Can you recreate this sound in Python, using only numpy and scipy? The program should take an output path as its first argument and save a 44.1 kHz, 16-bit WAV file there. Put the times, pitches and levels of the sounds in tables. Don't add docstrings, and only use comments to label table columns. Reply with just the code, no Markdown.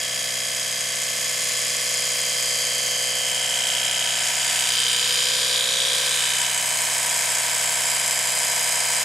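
import sys
import numpy as np
from scipy import signal
from scipy.fft import rfft, irfft, next_fast_len
from scipy.io import wavfile
from scipy.ndimage import map_coordinates

SR = 44100
rng = np.random.default_rng(int(sys.argv[2]) if len(sys.argv) > 2 else 0)


def digitize_waveform(pressure):
    field = np.atleast_2d(pressure).T
    bounded = np.clip(field, -1, 1)
    quanta = np.round(bounded * 32767).astype(np.int16)
    wavfile.write(sys.argv[1], SR, quanta)


N = 398663

CROWN, PINION = 26, 10
# t/s, angle/deg, part facing the microphone (0 head, 1 handle), gain/dB
POSE = [(0, 52, 0.076, -1.5), (.85, 49, 0.16, -1.5), (1.55, 68, 0.075, 0.5), (2.5, 55, 0.21, 0),
        (3.1, 43, 0.21, -0.6), (3.6, -21, 0.57, -0.5), (4, -26, 0.44, 0), (4.3, -23, 0.54, 1),
        (4.6, -38, 0.66, 1), (4.78, -100, 0.72, -1), (5.45, -127, 0.65, -1), (5.8, -119, 0.7, -1.8),
        (6.05, -124, 0.85, -1), (6.35, -66, 0.98, -1), (6.75, -1, 1.04, -1.5), (7.1, -18, 1.04, -0.5),
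        (7.5, -14, 1, -0.5), (7.9, -15, 1, -0.6), (8.25, -3, 1, -1), (8.6, -13, 1.06, -0.5),
        (9.04, -8, 1.07, -0.5)]


def brush():
    crank_speed = [(0, 61.83), (2.25, 61.812), (3.75, 61.845), (4.5, 61.87), (5.25, 61.95), (6.6, 62.004),
                   (7.5, 61.98), (9.04, 61.975)]
    turns = np.cumsum(curves(crank_speed)[0]) / SR
    rattling = rattle(turns)
    works = whine(turns) + knocks(turns) + mesh(turns) + rattling
    body = amp(-26.5) * highpass(casing(works), corner_hz=220)
    sound = body + link(turns) + pin(turns) + neck(rattling)
    return sound + hand_scatter(sound) + beamed_tones(turns) + handle_hum(turns)


def whine(turns):
    shaft = [(7, 0.5), (10, 1.5), (15, -2.5), (17, 8), (18, 7), (20, -4), (21, 4), (23, 2.5), (25, 8),
             (27, 2.5), (30, 1.5), (31, 0.5), (33, 0), (34, 5.5)]
    armature = [(7.8, -0.5), (10.4, -6.5), (11.4, -2.5), (13, -9), (18.2, 5), (36.4, 3.5), (37.6, 4.5)]
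    pump = 1 + .5 * motor_cycle(turns)
    return amp(-32.5) * (pump * tones(turns, shaft, waver_db=1.2) + tones(turns, armature, waver_db=1.2))


def beamed_tones(turns):
    orders = [8, 9, 11, 12, 14, 16, 26, 28]
    levels = [(0.0, -47.0, -50.0, -47.0, -50.0, -68.0, -63.0, -51.0, -42.0),
              (0.9, -47.0, -50.0, -47.0, -51.0, -68.0, -59.0, -50.0, -42.0),
              (1.5, -45.0, -49.0, -49.0, -53.0, -70.0, -57.0, -55.0, -42.0),
              (2.1, -43.0, -48.0, -48.0, -51.0, -64.0, -53.0, -60.0, -43.0),
              (2.6, -43.0, -47.0, -47.0, -49.0, -61.0, -55.0, -59.0, -44.0),
              (3.1, -42.0, -46.0, -46.0, -47.0, -55.0, -55.0, -56.0, -43.0),
              (3.4, -44.0, -47.0, -45.0, -45.0, -54.0, -58.0, -54.0, -43.0),
              (3.7, -46.0, -48.0, -46.0, -45.0, -52.0, -63.0, -52.0, -42.0),
              (4.1, -50.0, -52.0, -46.0, -45.0, -51.0, -61.0, -48.0, -42.0),
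              (4.4, -52.0, -54.0, -48.0, -45.0, -50.0, -55.0, -45.0, -41.0),
              (4.62, -53.0, -57.0, -50.0, -46.0, -52.0, -55.0, -45.0, -42.0),
              (4.78, -50.0, -65.0, -60.0, -49.0, -60.0, -52.0, -43.0, -43.0),
              (5.0, -44.0, -57.0, -57.0, -52.0, -67.0, -47.0, -42.0, -45.0),
              (5.3, -42.0, -47.0, -49.0, -58.0, -63.0, -47.0, -41.0, -51.0),
              (5.55, -42.0, -45.0, -46.0, -54.0, -56.0, -47.0, -42.0, -60.0),
              (5.8, -42.0, -43.0, -45.0, -53.0, -53.0, -47.0, -43.0, -57.0),
              (6.05, -40.0, -44.0, -47.0, -58.0, -56.0, -46.0, -40.0, -49.0),
              (6.22, -47.0, -54.0, -52.0, -55.0, -57.0, -49.0, -40.0, -43.0),
              (6.4, -53.0, -58.0, -54.0, -49.0, -54.0, -54.0, -42.0, -43.0),
              (6.7, -52.0, -56.0, -47.0, -48.0, -49.0, -55.0, -44.0, -45.0),
              (7.1, -49.0, -54.0, -44.0, -47.0, -47.0, -53.0, -46.0, -49.0),
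              (8.0, -48.0, -54.0, -44.0, -47.0, -47.0, -55.0, -44.0, -47.0),
              (9.04, -47.0, -53.0, -44.0, -49.0, -47.0, -58.0, -43.0, -46.0)]
    pump = 1 + .12 * motor_cycle(turns)
    return pump * tones(turns, zip(orders, curves(levels)), waver_db=.3)


def knocks(turns):
    contacts = [(.9, -3, 0.88), (.42, -3.5, -0.95), (0.0972, -5, 1)]
    colour = [(1500, -34.5), (2300, -8), (2750, -23.5), (3200, -31), (3800, -21.5), (4400, -21),
              (4750, -33), (5200, -4), (6000, -17.5), (9000, -23)]
    drifting = turns + .0007 * wobble(4)
    angles, sizes = each_turn(turns, contacts, scatter_db=1, motor_db=1)
    return ringing(unit(blows(drifting, angles, sizes, jitter_s=.00001)), colour)


def mesh(turns):
    colour = [(300, -13), (480, -15), (700, -11), (950, -3), (1250, -3), (1500, -6), (2200, -3.5),
              (2850, -4), (3500, -13), (5000, -12), (9000, -23)]
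    pair = np.arange(CROWN * PINION // 2)
    error = rng.standard_normal(CROWN)[pair % CROWN] * rng.uniform(-1, 1, PINION)[pair % PINION]
    every_turn = error.reshape(-1, CROWN).mean(axis=0)
    error = unit(error - np.tile(every_turn, PINION // 2))
    tooth = np.arange(int(turns[-1] * CROWN))
    force = error[tooth % len(pair)] + .25 * rng.standard_normal(len(tooth))
    return ringing(unit(blows(turns, tooth / CROWN, force, jitter_s=.00002)), colour)


def rattle(turns):
    contacts = [(.03, -7, 0.86), (.08, -6.5, 1), (.22, -3, 1), (.27, -8, 1), (.33, -27, 0.77),
                (.41, -0.5, 0.57), (.47, -8, 0.77), (.65, -5.5, 0.99), (.72, -6.5, 0.83), (.83, -22, 0.7),
                (.89, -5, 0.93), (.95, -1.5, 0.94)]
    colour = [(300, -5), (450, -12), (700, -14.5), (1100, -10.5), (1700, -11), (2300, -10.5), (3200, -7.5),
              (3800, -11.5), (4400, -11), (4850, -8.5), (6000, -2), (8000, -0.5), (15000, -1)]
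    burst = decay(np.arange(500) / SR, t60_s=.0074, attack_s=.00017)
    angles, sizes = each_turn(turns, contacts, scatter_db=2.5, motor_db=3)
    kicks = np.abs(blows(turns, angles, sizes, jitter_s=.0002))
    envelope = .4 + 1.08 * unit(signal.fftconvolve(kicks, burst)[:N])
    return equalised(unit(envelope * rng.standard_normal(N)), colour)


def link(turns):
    angles = [.4523, .8249, .8724, .1127, .9041]
    ring = [(0.0, 3320.0, -31.0, -21.0, -40.0, -44.0, -22.0),
            (0.9, 3350.0, -27.0, -22.0, -34.0, -44.0, -22.0),
            (1.5, 3290.0, -24.0, -21.0, -20.0, -27.0, -35.0),
            (2.1, 3240.0, -20.0, -22.0, -32.0, -38.0, -27.0),
            (2.6, 3190.0, -21.0, -25.0, -44.0, -43.0, -24.0),
            (3.1, 3120.0, -20.0, -23.0, -44.0, -37.0, -23.0),
            (3.4, 3130.0, -19.0, -17.0, -43.0, -23.0, -24.0),
            (3.7, 3140.0, -30.0, -13.0, -24.0, -21.0, -22.0),
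            (4.1, 3170.0, -45.0, -13.0, -15.0, -18.0, -21.0),
            (4.4, 3180.0, -26.0, -23.0, -15.0, -32.0, -44.0),
            (4.62, 3200.0, -36.0, -12.0, -13.0, -21.0, -22.0),
            (4.78, 3140.0, -20.0, -34.0, -10.0, -35.0, -29.0),
            (5.0, 3100.0, -21.0, -44.0, -10.0, -41.0, -17.0),
            (5.3, 3130.0, -24.0, -43.0, -12.0, -40.0, -24.0),
            (5.55, 3380.0, -23.0, -11.0, -16.0, -44.0, -12.0),
            (5.8, 3380.0, -34.0, -13.0, -12.0, -20.0, -11.0),
            (6.05, 3120.0, -42.0, -37.0, -14.0, -20.0, -13.0),
            (6.22, 3070.0, -38.0, -22.0, -13.0, -30.0, -12.0),
            (6.4, 3070.0, -27.0, -23.0, -17.0, -31.0, -14.0),
            (6.7, 3060.0, -24.0, -32.0, -22.0, -30.0, -18.0),
            (7.1, 3220.0, -23.0, -25.0, -22.0, -35.0, -23.0),
            (8.0, 3130.0, -24.0, -27.0, -23.0, -31.0, -22.0),
            (9.04, 3130.0, -23.0, -25.0, -25.0, -30.0, -27.0)]
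    return struck(turns, angles, ring, t60_s=.013, jitter_s=.000006)


def pin(turns):
    angles = [.8523, .5458, .3757, .1613]
    ring = [(0.0, 4850.0, -22.0, -45.0, -30.0, -45.0), (0.9, 4910.0, -22.0, -34.0, -30.0, -45.0),
            (1.5, 4840.0, -26.0, -29.0, -21.0, -45.0), (2.1, 4830.0, -24.0, -22.0, -18.0, -35.0),
            (2.6, 4760.0, -20.0, -21.0, -18.0, -35.0), (3.1, 4750.0, -20.0, -21.0, -20.0, -31.0),
            (3.4, 4720.0, -20.0, -38.0, -43.0, -29.0), (3.7, 4750.0, -23.0, -45.0, -45.0, -35.0),
            (4.1, 4790.0, -21.0, -45.0, -45.0, -42.0), (4.4, 4800.0, -20.0, -32.0, -45.0, -37.0),
            (4.6, 4790.0, -21.0, -42.0, -34.0, -45.0), (4.7, 4830.0, -14.0, -36.0, -20.0, -44.0),
            (5.0, 4820.0, -19.0, -40.0, -20.0, -19.0), (5.3, 4880.0, -17.0, -43.0, -22.0, -21.0),
            (5.55, 4720.0, -15.0, -45.0, -42.0, -24.0), (5.8, 4700.0, -44.0, -37.0, -18.0, -32.0),
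            (6.05, 4790.0, -27.0, -31.0, -20.0, -35.0), (6.22, 4800.0, -31.0, -36.0, -26.0, -44.0),
            (6.4, 4790.0, -43.0, -26.0, -27.0, -30.0), (6.7, 4890.0, -26.0, -37.0, -45.0, -45.0),
            (7.1, 4910.0, -45.0, -33.0, -22.0, -44.0), (8.0, 4930.0, -23.0, -27.0, -39.0, -42.0),
            (9.04, 4930.0, -23.0, -22.0, -25.0, -26.0)]
    return struck(turns, angles, ring, t60_s=.011, jitter_s=.000007)


def struck(turns, angles, table, t60_s, jitter_s):
    hz, *level_db = curves(table)
    at, size = each_turn(turns, [(angle, 0, 1) for angle in angles], scatter_db=.7, motor_db=.5)
    start = np.clip(passing(turns, at, jitter_s), 0, N - 1)
    first = start.astype(int)
    strike = np.arange(len(at)) % len(angles)
    size = size * amp(np.array(level_db)[strike, first])
    taps = first[:, None] + np.arange(1, 700)
    age = (taps - start[:, None]) / SR
    ring = decay(age, t60_s, attack_s=.00019) * np.sin(2 * np.pi * hz[first][:, None] * age)
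    return np.bincount(taps.ravel(), (size[:, None] * ring).ravel(), N + 700)[:N]


def neck(rattling, centre_hz=6530, width_hz=150):
    sizzle = [(0, -50), (1.1, -42), (1.5, -37), (2.1, -39), (3, -37), (3.6, -47), (4.5, -38), (5.6, -51),
              (6.2, -41), (6.8, -52), (9.04, -50)]
    tube = lambda hz: 1j * hz * width_hz / (centre_hz ** 2 - hz ** 2 + 1j * hz * width_hz)
    return amp(curves(sizzle)[0]) * unit(filtered(rattling, tube))


def casing(works, step_s=.1):
    # f/Hz, gain/dB all round, extra gain/dB from front, flank, handle
    sides = [(333, -6, 1, -2, -5), (414, -2, -8.5, -0.5, 0), (491.6, 2.5, -4.5, 2.5, 8.5),
             (476, 1, -4, -4.5, 3.5), (623, 2.5, 4.5, 2.5, 3), (737, 1, 4.5, -5.5, 5.5),
             (850, -7.5, 1.5, 0.5, 6.5), (966, -5, 4.5, -3, 13), (1100, -3.5, -5.5, 6, 11),
             (1434, -3, 1.5, -4, 3), (1746, 3.5, -2, 1, 8.5), (2026, 7, 1.5, 0.4, 0), (2285, 4, -1, 1.1, 8),
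             (2765, 6, 0.5, -2, -2.5), (2924, 13.5, 1, -7, -5), (3305, 16, -6, -2.5, -11),
             (3320, 15.5, -0.5, -0.5, -2.5), (3580, 7, -6, -7.5, 4.5), (4270, 14, -6, 3.5, 6.5),
             (4340, -2, -1, 1.5, 1), (4575, 15, 0, -1.5, -1), (5370, 7.5, -2.5, 1, 4),
             (5750, 6, -3.3, 1.7, 4), (6400, 9, 1, -0.5, -1), (7100, 6, -1.5, 0, 4), (7760, 4.5, 0, 2, 10),
             (8600, 2, -0.5, 1, 7.5), (10040, 1, -1, 0.1, 5), (10870, -1, -1.5, 3.5, 5.5),
             (11070, -1.5, -3.5, 4, 9), (12080, -8, -1, 2.5, 7.5), (15900, -25.5, -1.5, 2, 9.5)]
    hz, all_round, front, flank, handle = np.transpose(sides)
    turned_deg, part, close_db = curves(POSE)
    step = round(step_s * SR)
    padded, out = np.pad(works, (step, 3 * step)), np.zeros(N + 4 * step)
    fade = np.pad(np.hanning(2 * step + 1)[:-1], (0, step))
    for at in range(0, N + step, step):
        now = min(at, N - 1)
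        angle = np.radians(turned_deg[now])
        colour = all_round + front * np.cos(angle) + flank * np.sin(angle) + handle * part[now]
        piece = padded[at:at + len(fade)]
        rung = ringing(piece * fade[:len(piece)], np.transpose([hz, colour]))
        out[at:at + len(fade)] += rung[:len(piece)]
    return amp(close_db) * out[step:step + N]


def hand_scatter(x):
    part, sample = curves(POSE)[1], np.arange(N)
    treble = highpass(x, corner_hz=5500)
    delays_ms = [1.05 - .294 * part + .033 * wobble(1.35), .62 - .2 * part + .028 * wobble(1.123)]
    return amp(-13) * sum(np.interp(sample - ms * SR / 1000, sample, treble) for ms in delays_ms)


def handle_hum(turns):
    partials = [(2, -53), (2.597, -60.5), (3, -56.5), (4.001, -57.5), (5.6, -94), (5.999, -63.5)]
    return tones(turns, partials, waver_db=.13)


def walls(x):
    decay_times = [(200, 0.24), (2000, 0.2), (10000, 0.1)]
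    colour = [(150, -20), (400, -14.5), (2000, -8.5), (5000, -6), (8000, -13), (14000, -6)]
    hz, t, noise = signal.stft(rng.standard_normal((2, SR // 2)), SR, nperseg=256)
    tail = signal.istft(noise * amp(-60 * t / along(decay_times, hz)[:, None]), SR, nperseg=256)[1]
    wet = signal.fftconvolve(x[None], tail / np.linalg.norm(tail[0]), axes=1)[:, :N]
    return equalised(wet, colour)


def room_tone():
    spectrum = [(20, -5), (35, -2), (55, -6), (90, 1), (200, 2), (400, -15), (1000, -34), (4000, -33)]
    shared, *own = rng.standard_normal((3, N))
    return amp(-59.5) * unit(equalised(shared + .7 * np.array(own), spectrum))


def motor_cycle(turns):
    return np.cos(2 * np.pi * turns * CROWN / PINION)


def tones(turns, table, waver_db):
    return sum(np.sqrt(2) * amp(db + waver_db * wobble(2.95))
               * np.sin(2 * np.pi * (order * turns + rng.random())) for order, db in table)


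def each_turn(turns, contacts, scatter_db, motor_db):
    angle, db, weight = np.transpose(contacts)
    at = np.arange(int(turns[-1]))[:, None] + angle
    size = weight * amp(db + motor_db * motor_cycle(at) + scatter_db * rng.uniform(.48, 1, at.shape))
    return at.ravel(), size.ravel()


def passing(turns, angles, jitter_s):
    return np.interp(angles, turns, np.arange(N)) + jitter_s * SR * rng.standard_normal(len(angles))


def blows(turns, angles, sizes, jitter_s):
    at = passing(turns, angles, jitter_s)[:, None]
    taps = np.floor(at) + np.arange(-7, 9)
    pulse = np.sinc(taps - at) * np.cos(np.pi * (taps - at) / 16) ** 2
    return np.bincount(np.clip(taps, 0, N).astype(int).ravel(), (sizes[:, None] * pulse).ravel(), N + 1)[:N]


def decay(age, t60_s, attack_s):
    return amp(-60 * age / t60_s) * (1 - np.exp(-age / attack_s))


def ringing(x, colour):
    cepstrum = irfft(np.log(amp(along(colour, np.fft.rfftfreq(4096, 1 / SR)))))
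    cepstrum[1:len(cepstrum) // 2] *= 2
    cepstrum[len(cepstrum) // 2 + 1:] = 0
    return signal.oaconvolve(x, irfft(np.exp(rfft(cepstrum))))[:N]


def filtered(x, response):
    size = 2 * next_fast_len(N // 2 + 4096)
    return irfft(rfft(x, size) * response(np.fft.rfftfreq(size, 1 / SR)), size)[..., :N]


def equalised(x, colour):
    return filtered(x, lambda hz: amp(along(colour, hz)))


def highpass(x, corner_hz):
    return filtered(x, lambda hz: hz ** 4 / (hz ** 4 + corner_hz ** 4))


def amp(db):
    return 10 ** (np.asarray(db) / 20)


def unit(x):
    return x / np.sqrt(np.mean(x ** 2))


def along(points, hz):
    f, value = np.transpose(points)
    return np.interp(np.log(hz + 1), np.log(f + 1), value)


def curves(rows):
    times, *columns = np.transpose(rows)
    return [np.interp(np.arange(N) / SR, times, column) for column in columns]


def wobble(rate):
    knots = rng.standard_normal(int(N * rate / SR) + 4)
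    grid = np.arange(0, N + 64, 64)
    return np.interp(np.arange(N), grid, map_coordinates(knots, [grid * rate / SR]))


def scene():
    lean = [(60, 2), (130, 1), (290, -1), (640, 2), (1410, -1), (3100, 2), (6820, 0.0), (15000, -1)]
    lead = [(0, 0.9), (860, -0.64), (1290, -0.17), (3270, 0.12), (5250, -0.0067), (15300, 0.13)]
    source, sides = brush(), np.array([[.5], [-.5]])
    pickup = lambda hz: amp(sides * along(lean, hz)) * np.exp(1j * sides * along(lead, hz))
    return filtered(source[None], pickup) + walls(source) + room_tone()


def record(dry, top_hz=15740):
    return filtered(dry, lambda hz: hz < top_hz)


dry = scene()
out = record(dry)
digitize_waveform(out)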